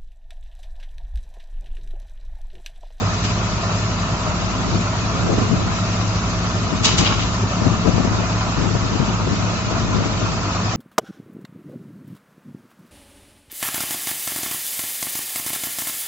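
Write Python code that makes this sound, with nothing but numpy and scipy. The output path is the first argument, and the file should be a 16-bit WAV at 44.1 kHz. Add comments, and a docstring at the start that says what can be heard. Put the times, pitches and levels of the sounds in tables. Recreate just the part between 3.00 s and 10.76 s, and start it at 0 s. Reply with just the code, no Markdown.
"""A diesel engine idles steadily in a self-loading concrete mixer, some metres away in a factory yard.
Periodic firing makes its exhaust drone, the block clatters alike in every cycle, and fan and hydraulic
oil hiss. A loose steel part, struck once early on, clanks and rattles half-way through, its impacts
exciting the steel's modes. Turbulent gusts and single eddies buffet the two microphone ports of a
hand-held phone, mostly the left one."""
import sys
import numpy as np
from scipy import signal
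from scipy.fft import rfft, irfft
from scipy.io import wavfile
from scipy.ndimage import uniform_filter1d

SR = 44100
rng = np.random.default_rng(int(sys.argv[2]) if len(sys.argv) > 2 else 0)


def store_wav(level_fs):
    """Save 16-bit WAV to argv[1]."""
    pcm = np.round(np.clip(np.atleast_2d(level_fs), -1, 1) * 32767)
    wavfile.write(sys.argv[1], SR, pcm.T.astype(np.int16))


N = 342216
TIME = np.arange(N) / SR
FREQ = np.maximum(np.arange(N // 2 + 1) * SR / N, 1)
CYCLE_HZ, PUMP_HZ = 8.9, 96.1

# Levels in the tables are relative: each source applies its own gain afterwards.
# Engine harmonics. Each row: multiple of the cycle rate, level in dB.
ENGINE_ORDERS = [(6, -32), (12, -26.5), (20, -30.6), (24, -39.5), (48, -46.5)]
# Slow course of the hums. Each row: time in seconds, exhaust tone gain in dB, pump level in dB.
HUM_LEVELS = [(0, 1.5, -29), (1.3, 1, -33.5), (2.601, 1.4, -34.5), (4.0, 3.5, -28.5), (4.501, 3.5, -41.5),
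              (6.3, 0.5, -50), (7.76, -2, -29)]
# Exhaust rumble. Each row: frequency in Hz, spectral density in dB.
RUMBLE_SPECTRUM = [(15, -13.5), (28, -13), (48, -9.5), (70, -1.5), (95, -0.5), (145, -2.2), (195, -2),
                   (270, -7), (380, -11), (520, -19), (900, -55)]
# Likeness of the machine's sound at the two ports. Each row: frequency in Hz, coherence from 0 to 1.
PORT_COHERENCE = [(60, 0.76), (300, 1), (550, 1), (1000, 0.66), (1600, 0), (3000, 0.25), (7000, 0)]
# Injector and valve knocks. Each row: place in the cycle from 0 to 1, strength in dB.
VALVE_KNOCKS = [(0.17, 1.5), (0.251, -6.5), (0.353, -3.5), (0.553, -8.5), (0.649, -3.5), (0.687, -8.5),
                (0.811, -2)]
# Response of the block and covers. Each row: frequency in Hz, spectral density in dB.
BLOCK_SPECTRUM = [(300, -7.5), (530, -1), (650, 5.5), (830, 2), (1020, 3), (1330, 5.5), (1520, -4),
                  (1700, -16), (2700, -6.5), (4000, -47), (7400, -55.5), (7700, -76)]
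# Resonances and hollows of the covers. Each row: frequency in Hz, width in Hz, gain in dB.
COVER_MODES = [(655, 70, 2.5), (845, 70, -2), (935, 30, 2), (1022, 36, 4), (1122, 16, 3), (1229, 16, 2.5),
               (1385, 50, 2), (1470, 70, 2.5), (1610, 60, 6.5)]
# Fan and hydraulic hiss. Each row: frequency in Hz, spectral density in dB.
HISS_SPECTRUM = [(700, -11), (1700, 6), (2800, 3.5), (3450, 3.5), (3800, 5.5), (5500, 2.5), (7400, 1.9)]
# Resonances in the hiss. Each row: frequency in Hz, width in Hz, gain in dB.
HISS_MODES = [(1772, 35, 6.5), (2487, 50, 5), (2600, 110, 3.5), (2920, 130, 3), (4440, 70, 2),
              (4820, 110, 2.5), (5000, 55, 4), (5420, 90, 2), (5700, 60, 4), (6200, 100, 5),
              (6430, 90, 2.5)]
# Treble limit of hiss, soft blows, rattle and echo. Each row: frequency in Hz, gain in dB.
TREBLE_CUT = [(7500, 0), (7720, -50)]
# Gusts. Each row: start in seconds, length in seconds, left level in dB, right against left in dB.
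WIND_GUSTS = [(1.559, 0.088, -26, -2), (2.227, 0.29, -24.5, -1.5), (3.746, 0.33, -23.5, -7.5),
              (4.64, 0.59, -23.5, -8.5), (5.613, 0.15, -23.5, -10), (5.966, 0.05, -25, -7.5),
              (6.281, 1.02, -26.5, -7)]
# Turbulence at a port. Each row: frequency in Hz, spectral density in dB.
WIND_SPECTRUM = [(20, -38), (45, -16.5), (80, 1.5), (130, 0.5), (210, -0.5), (320, -7.5), (480, -13),
                 (750, -24), (1400, -39.5), (4000, -58.5), (7400, -81.5), (7700, -110)]
# The strongest eddies. Each row: centre in seconds, half length in seconds, thump level in dB,
# slap level in dB, share at the right port from 0 to 1.
EDDY_STRIKES = [(0.025, 0.012, -18, -21.5, 0.8), (1.747, 0.014, -14, -23.5, 0.17),
                (2.31, 0.033, -17.5, -18.5, 0), (2.383, 0.0034, -11, -20, 1), (2.418, 0.015, -15.5, -25, 1),
                (2.509, 0.0075, -14.5, -23, 0.2), (2.543, .006, -15, -27, .4),
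                (3.73, 0.008, -11.5, -26, .15), (4.016, 0.02, -13.5, -22, 0.05),
                (4.437, 0.0064, -15, -33, .5), (4.622, 0.0065, -10, -19, .1),
                (4.668, 0.0095, -6.5, -18, .1), (4.718, 0.0072, -10.5, -30, .1),
                (4.861, 0.009, -13.5, -14.5, 0.1), (4.884, 0.012, -8, -15.5, 0),
                (4.98, 0.0049, -11, -16, 0), (5.004, 0.0065, -10, -25, 0), (5.052, 0.0037, -9.5, -19, 0),
                (5.076, .005, -13.5, -23, .8), (5.117, .006, -16, -32, 0), (5.19, 0.018, -21.5, -35, 0),
                (5.582, 0.0054, -12.5, -33, 0.15), (5.756, 0.01, -13, -18, 0), (5.961, .005, -18, -20, .1),
                (6.003, 0.0047, -8.5, -32, 0), (6.027, 0.0085, -12.5, -30, 0), (6.72, 0.011, -21, -21, 0.2)]
# An eddy's low thump. Each row: frequency in Hz, spectral density in dB.
THUMP_SPECTRUM = [(20, -39.5), (60, -12), (115, 1), (220, -0.5), (320, -7.5), (500, -19), (1400, -43),
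                  (7400, -93.5)]
# An eddy's brighter slap. Each row: frequency in Hz, spectral density in dB.
SLAP_SPECTRUM = [(130, -24), (290, 1), (450, 1), (800, -7), (1400, -19), (3000, -44), (7400, -95)]
# Blows of the loose part. Each row: peak time in seconds, level in dB, rise in seconds,
# spectral centre in Hz, spread in octaves.
STEEL_BLOWS = [(0.248, -23, 0.013, 3900, 1.2), (3.837, -20.5, 0.005, 5480, .95),
               (3.853, -10, 0.0048, 4800, 0.97), (3.888, -25, .006, 3300, .7),
               (3.927, -27, .008, 4100, 0.78), (3.984, -12.5, 0.005, 4980, 1.1),
               (4.056, -18.5, 0.007, 2970, 0.55), (4.068, -19.5, 0.0041, 2950, 0.43),
               (4.122, -24, 0.02, 1150, 0.41), (4.13, -28.5, 0.0064, 2700, 0.65),
               (4.2, -26, .01, 2380, 0.72), (4.226, -27.5, 0.0077, 3350, 0.85)]
# Modes of the steel. Each row: frequency in Hz, width in Hz, gain in dB.
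STEEL_MODES = [(824, 130, 10), (1100, 200, 9), (1330, 110, 6), (2240, 80, 3), (2620, 70, 3), (2750, 80, 3),
               (2860, 70, 4), (2980, 80, 4), (3290, 130, 4), (3810, 80, 4), (3895, 70, 4), (3990, 60, 3),
               (4430, 60, 2.5), (4915, 60, 3), (4995, 60, 3.5), (5700, 70, 2.5), (5960, 60, 3),
               (6400, 100, 2.5), (6885, 90, 5), (7410, 70, 3)]
# Treble limit of the clank. Each row: frequency in Hz, gain in dB.
CLANK_TREBLE_LIMIT = [(7300, 0), (7700, -7), (8400, -15)]


def undb(db):
    """Amplitude grows tenfold with every 20 dB."""
    return 10 ** (np.asarray(db) / 20)


def unit(x):
    """Normalisation to an rms of 1."""
    return x / np.sqrt(np.mean(x ** 2))


def over_freq(points):
    """Interpolation of (Hz, value) points on a logarithmic frequency axis."""
    hz, value = np.transpose(points)
    return np.interp(np.log(FREQ), np.log(hz), value)


def resonances(modes):
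    """Each resonance adds a Lorentzian peak to a response in dB."""
    return sum(db / (1 + (2 * (FREQ - hz) / width) ** 2) for hz, width, db in modes)


def colour(x, db):
    """Linear filtering multiplies the spectrum by a response; the result has rms 1."""
    return unit(irfft(rfft(x) * undb(db), N))


def walk(rate_hz):
    """Random modulation: held values, smoothed twice, with rms 1."""
    hold = int(SR / rate_hz)
    steps = np.repeat(rng.standard_normal(1024)[:N // hold + 1], hold)
    return unit(uniform_filter1d(uniform_filter1d(steps, hold), hold // 2)[:N])


def at_ports(direct, scattered, left_lag_s=.00012):
    """Partial coherence: the ports share the direct sound; scattered sound differs and rules the treble."""
    share = np.clip(over_freq(PORT_COHERENCE), 0, 1)
    lag = np.exp(-2j * np.pi * FREQ * np.array([[left_lag_s], [0]]))
    return irfft(rfft(direct) * lag * np.sqrt(share) + rfft(scattered) * np.sqrt(1 - share), N)


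def pan(x, left_db):
    """A level difference between the ports moves a source to the left."""
    return x * undb(np.array([[left_db], [-left_db]]) / 2)


def cyclic_noise(cycles, repeat):
    """Partly periodic excitation: the share `repeat` of its power recurs in every engine cycle."""
    size = int(SR / CYCLE_HZ)
    pattern = rng.standard_normal((3, size))[:, (cycles % 1 * size).astype(int)]
    push = np.sqrt(repeat) * pattern + np.sqrt(1 - repeat) * rng.standard_normal((3, N))
    return at_ports(push[0], push[1:])


def exhaust_drone(cycles, gain_db, waver_db):
    """Periodic firing gives harmonics of the cycle; uneven combustion makes the overtones chug."""
    times, load_db, _ = np.transpose(HUM_LEVELS)
    firing, *overtones = [undb(db) * np.sin(2 * np.pi * (round(order) * cycles + rng.random()))
                          for order, db in ENGINE_ORDERS]
    chug = undb(3 * np.tanh(walk(26)))
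    firing = firing * undb(waver_db * walk(5.9))
    upper = chug * sum(tone * undb(waver_db * walk(7.9)) for tone in overtones)
    return np.sqrt(2) * undb(gain_db + np.interp(TIME, times, load_db)) * (firing + upper)


def pump_hum(drift_rad, lift_db, lift_period_s, lift_peak_s):
    """The pump's tone beats against the engine's and swells each time the turning drum lifts its load."""
    times, _, hum_db = np.transpose(HUM_LEVELS)
    labour_db = lift_db * np.cos(2 * np.pi * (TIME - lift_peak_s) / lift_period_s)
    tone = np.sin(2 * np.pi * PUMP_HZ * TIME + drift_rad * walk(3))
    return np.sqrt(2) * undb(np.interp(TIME, times, hum_db) + labour_db) * tone


def exhaust_rumble(cycles, gain_db):
    """Low-pass filtering of weakly periodic noise gives the exhaust its rough rumble."""
    response_db = over_freq(RUMBLE_SPECTRUM) - 20 * np.log10(1 + (FREQ / 1500) ** 2)
    return undb(gain_db) * colour(cyclic_noise(cycles, repeat=.088), response_db)


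def block_clatter(cycles, gain_db, decay_cycles, wall_delay_s, wall_db):
    """Injectors and valves force the block to vibrate; a wall reflection comb-filters the clatter."""
    knocks = sum(undb(db) * np.exp(-((cycles - place) % 1) / decay_cycles) for place, db in VALVE_KNOCKS)
    force = cyclic_noise(cycles, repeat=.19) * (1 + .77 * knocks) * undb(1.16 * walk(25))
    reflection = undb(wall_db) * np.roll(force, int(wall_delay_s * SR), axis=1)
    return undb(gain_db) * colour(force + reflection, over_freq(BLOCK_SPECTRUM) + resonances(COVER_MODES))


def flicker(x, depth_db):
    """Independent modulation makes narrow bands flicker while their sum stays steady."""
    bands = signal.stft(x, nperseg=1024)[2]
    chance = rng.standard_normal(bands.shape[1:])
    chance = unit(uniform_filter1d(uniform_filter1d(chance, size=4, axis=0), size=2, axis=1))
    gain = undb(depth_db * np.minimum(chance, 1.3))
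    return unit(signal.istft(bands * gain)[1][:, :N])


def flow_hiss(gain_db, mode_sway):
    """Flow noise of fan and hydraulic oil, coloured by resonances that each come and go on their own."""
    noise = at_ports(rng.standard_normal(N), rng.standard_normal((2, N)))
    hiss = colour(noise, over_freq(HISS_SPECTRUM))
    spectrum = rfft(hiss)
    for mode in HISS_MODES:
        ring = irfft(spectrum * (undb(resonances([mode])) - 1), N)
        hiss = hiss + ring * (1 + mode_sway * np.tanh(walk(3)))
    flutter = undb(.9 * np.tanh(walk(40)))
    hiss = colour(flicker(hiss, depth_db=3.2) * flutter, over_freq(TREBLE_CUT))
    return undb(gain_db) * pan(hiss, left_db=1.16)


def wind(gain_db, breeze_db, attack_s, release_s, churn_db, surge_db):
    """Turbulent pressure fluctuates at each port on its own; gusts add in power to a light breeze."""
    force = undb(breeze_db)[:, None]  # left, right
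    for start, length, db, right_db in WIND_GUSTS:
        rise = np.minimum(TIME - start, 0) / attack_s
        fall = np.maximum(TIME - start - length, 0) / release_s
        force = np.hypot(force, undb([[db], [db + right_db]]) * np.exp(rise - fall))
    force = force * undb([churn_db * np.tanh(walk(60)) + surge_db * walk(12) for port in range(2)])
    pressure = force * rng.standard_normal((2, N))
    return undb(gain_db) * irfft(rfft(pressure) * unit(undb(over_freq(WIND_SPECTRUM))), N)


def burst(noise, window):
    """Windowing cuts a pulse from turbulence, scaled to the energy of the window."""
    piece = noise * window
    return piece * np.sqrt(np.sum(window ** 2) / np.sum(piece ** 2))


def eddies(gain_db):
    """An eddy striking a port is a pressure pulse: a low thump with a brighter slap."""
    thump = colour(rng.standard_normal(N), over_freq(THUMP_SPECTRUM))
    slap = colour(rng.standard_normal(N), over_freq(SLAP_SPECTRUM))
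    out = np.zeros((2, N))
    for centre, half_length, thump_db, slap_db, right in EDDY_STRIKES:
        near = np.abs(TIME - centre) < .1
        window = np.exp(-((TIME[near] - centre) / half_length) ** 2 / 2)
        pulse = undb(thump_db) * burst(thump[near], window) + undb(slap_db) * burst(slap[near], window)
        out[:, near] += np.outer([1 - right, right], pulse)
    return undb(gain_db) * out


def contacts(shower, hz, octaves):
    """Contact hardness sets the band in which the steel is excited: harder contacts sound higher."""
    band_db = -10 * np.log10(1 + (np.log2(FREQ / hz) / octaves) ** 4)
    return colour(shower, resonances(STEEL_MODES) + band_db + over_freq(CLANK_TREBLE_LIMIT))


def convolve(x, response):
    """Convolution with a stereo impulse response, scaled to a mean energy of 1 per port."""
    return signal.fftconvolve(x, response / np.sqrt(np.sum(response ** 2) / 2), axes=1)[:, :N]


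def ringing(push, t60_s, lowest_hz):
    """Free vibration: the steel's high modes ring on after contact, while the low ones are damped."""
    age = TIME[:SR // 2]
    modes = sum(undb(db) * np.sin(2 * np.pi * (hz * age + rng.random((2, 1))))
                for hz, _, db in STEEL_MODES if hz > lowest_hz)
    return convolve(push, modes * undb(-60 * age / t60_s))


def wall_echo(x, delay_s, t60_s):
    """Diffuse reflection from the factory wall returns a delayed, exponentially decaying tail."""
    age = TIME[:SR]
    noise = colour(rng.standard_normal((2, N)), over_freq(TREBLE_CUT))[:, :SR]
    return convolve(x, noise * undb(-60 * age / t60_s) * (age > delay_s))


def steel_clank(gain_db, blow_t60_s, rattle_rise_s, rattle_t60_s, hard_hz):
    """Impact excitation: each blow is a shower of tiny contacts, after which the loose part rattles on."""
    shower = at_ports(rng.standard_normal(N), rng.standard_normal((2, N)))
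    grain_db = 2 * np.repeat(rng.standard_normal(N // 64 + 1), 64)[:N]
    hard = shower * undb(grain_db)
    soft = colour(hard, over_freq(TREBLE_CUT))
    blows, rattle_envelope = 0, 0
    for peak_s, db, rise_s, hz, octaves in STEEL_BLOWS:
        age = np.maximum(TIME - peak_s, 0)
        swell = np.exp(np.minimum(TIME - peak_s, 0) / rise_s)
        decay = undb(-60 * np.minimum(age / blow_t60_s, 2))
        blows = blows + undb(db) * swell * decay * contacts(hard if hz > hard_hz else soft, hz, octaves)
        shake = (1 - np.exp(-age / rattle_rise_s)) * undb(db - 60 * age / rattle_t60_s)
        rattle_envelope = np.hypot(rattle_envelope, shake)
    rattle = undb(-9) * contacts(soft, hz=3080, octaves=.94)
    panel = undb(-14.5) * contacts(soft, hz=990, octaves=.28)  # the panel carrying the part booms lower
    steel = blows + rattle_envelope * (rattle + panel)
    steel = steel + undb(-19) * ringing(steel, t60_s=.11, lowest_hz=2000)
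    steel = steel + undb(-17) * wall_echo(steel, delay_s=.025, t60_s=.24)
    return undb(gain_db) * pan(steel, left_db=1.5)


def scene():
    """Superposition: the pressures of machine and moving air add at the two ports."""
    # the governor holds the engine speed to about a thousandth
    cycles = np.cumsum(CYCLE_HZ * (1 + .001 * walk(1.5))) / SR
    machine = (exhaust_drone(cycles, gain_db=-3, waver_db=1.5)
               + pump_hum(drift_rad=1.3, lift_db=2, lift_period_s=1.5, lift_peak_s=4.3)
               + exhaust_rumble(cycles, gain_db=-26.5)
               + block_clatter(cycles, gain_db=-27.5, decay_cycles=.05, wall_delay_s=.03745, wall_db=-15)
               + flow_hiss(gain_db=-30.5, mode_sway=.55))
    steel = steel_clank(gain_db=-1.5, blow_t60_s=.099, rattle_rise_s=.018, rattle_t60_s=.52, hard_hz=4200)
    air = wind(gain_db=1.5, breeze_db=(-38, -42.5), attack_s=.13, release_s=.16, churn_db=6, surge_db=2.3)
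    return machine + air + eddies(gain_db=-.5) + steel


def record(dry, ceiling=.85, top_hz=8300):
    """A soft limiter rounds the loudest peaks; a low-pass filter cuts the top."""
    rounded = dry / (1 + (dry / ceiling) ** 10) ** (1 / 10)
    return signal.sosfiltfilt(signal.ellip(8, .05, 50, top_hz, fs=SR, output="sos"), rounded)


dry = scene()
out = record(dry)
store_wav(out)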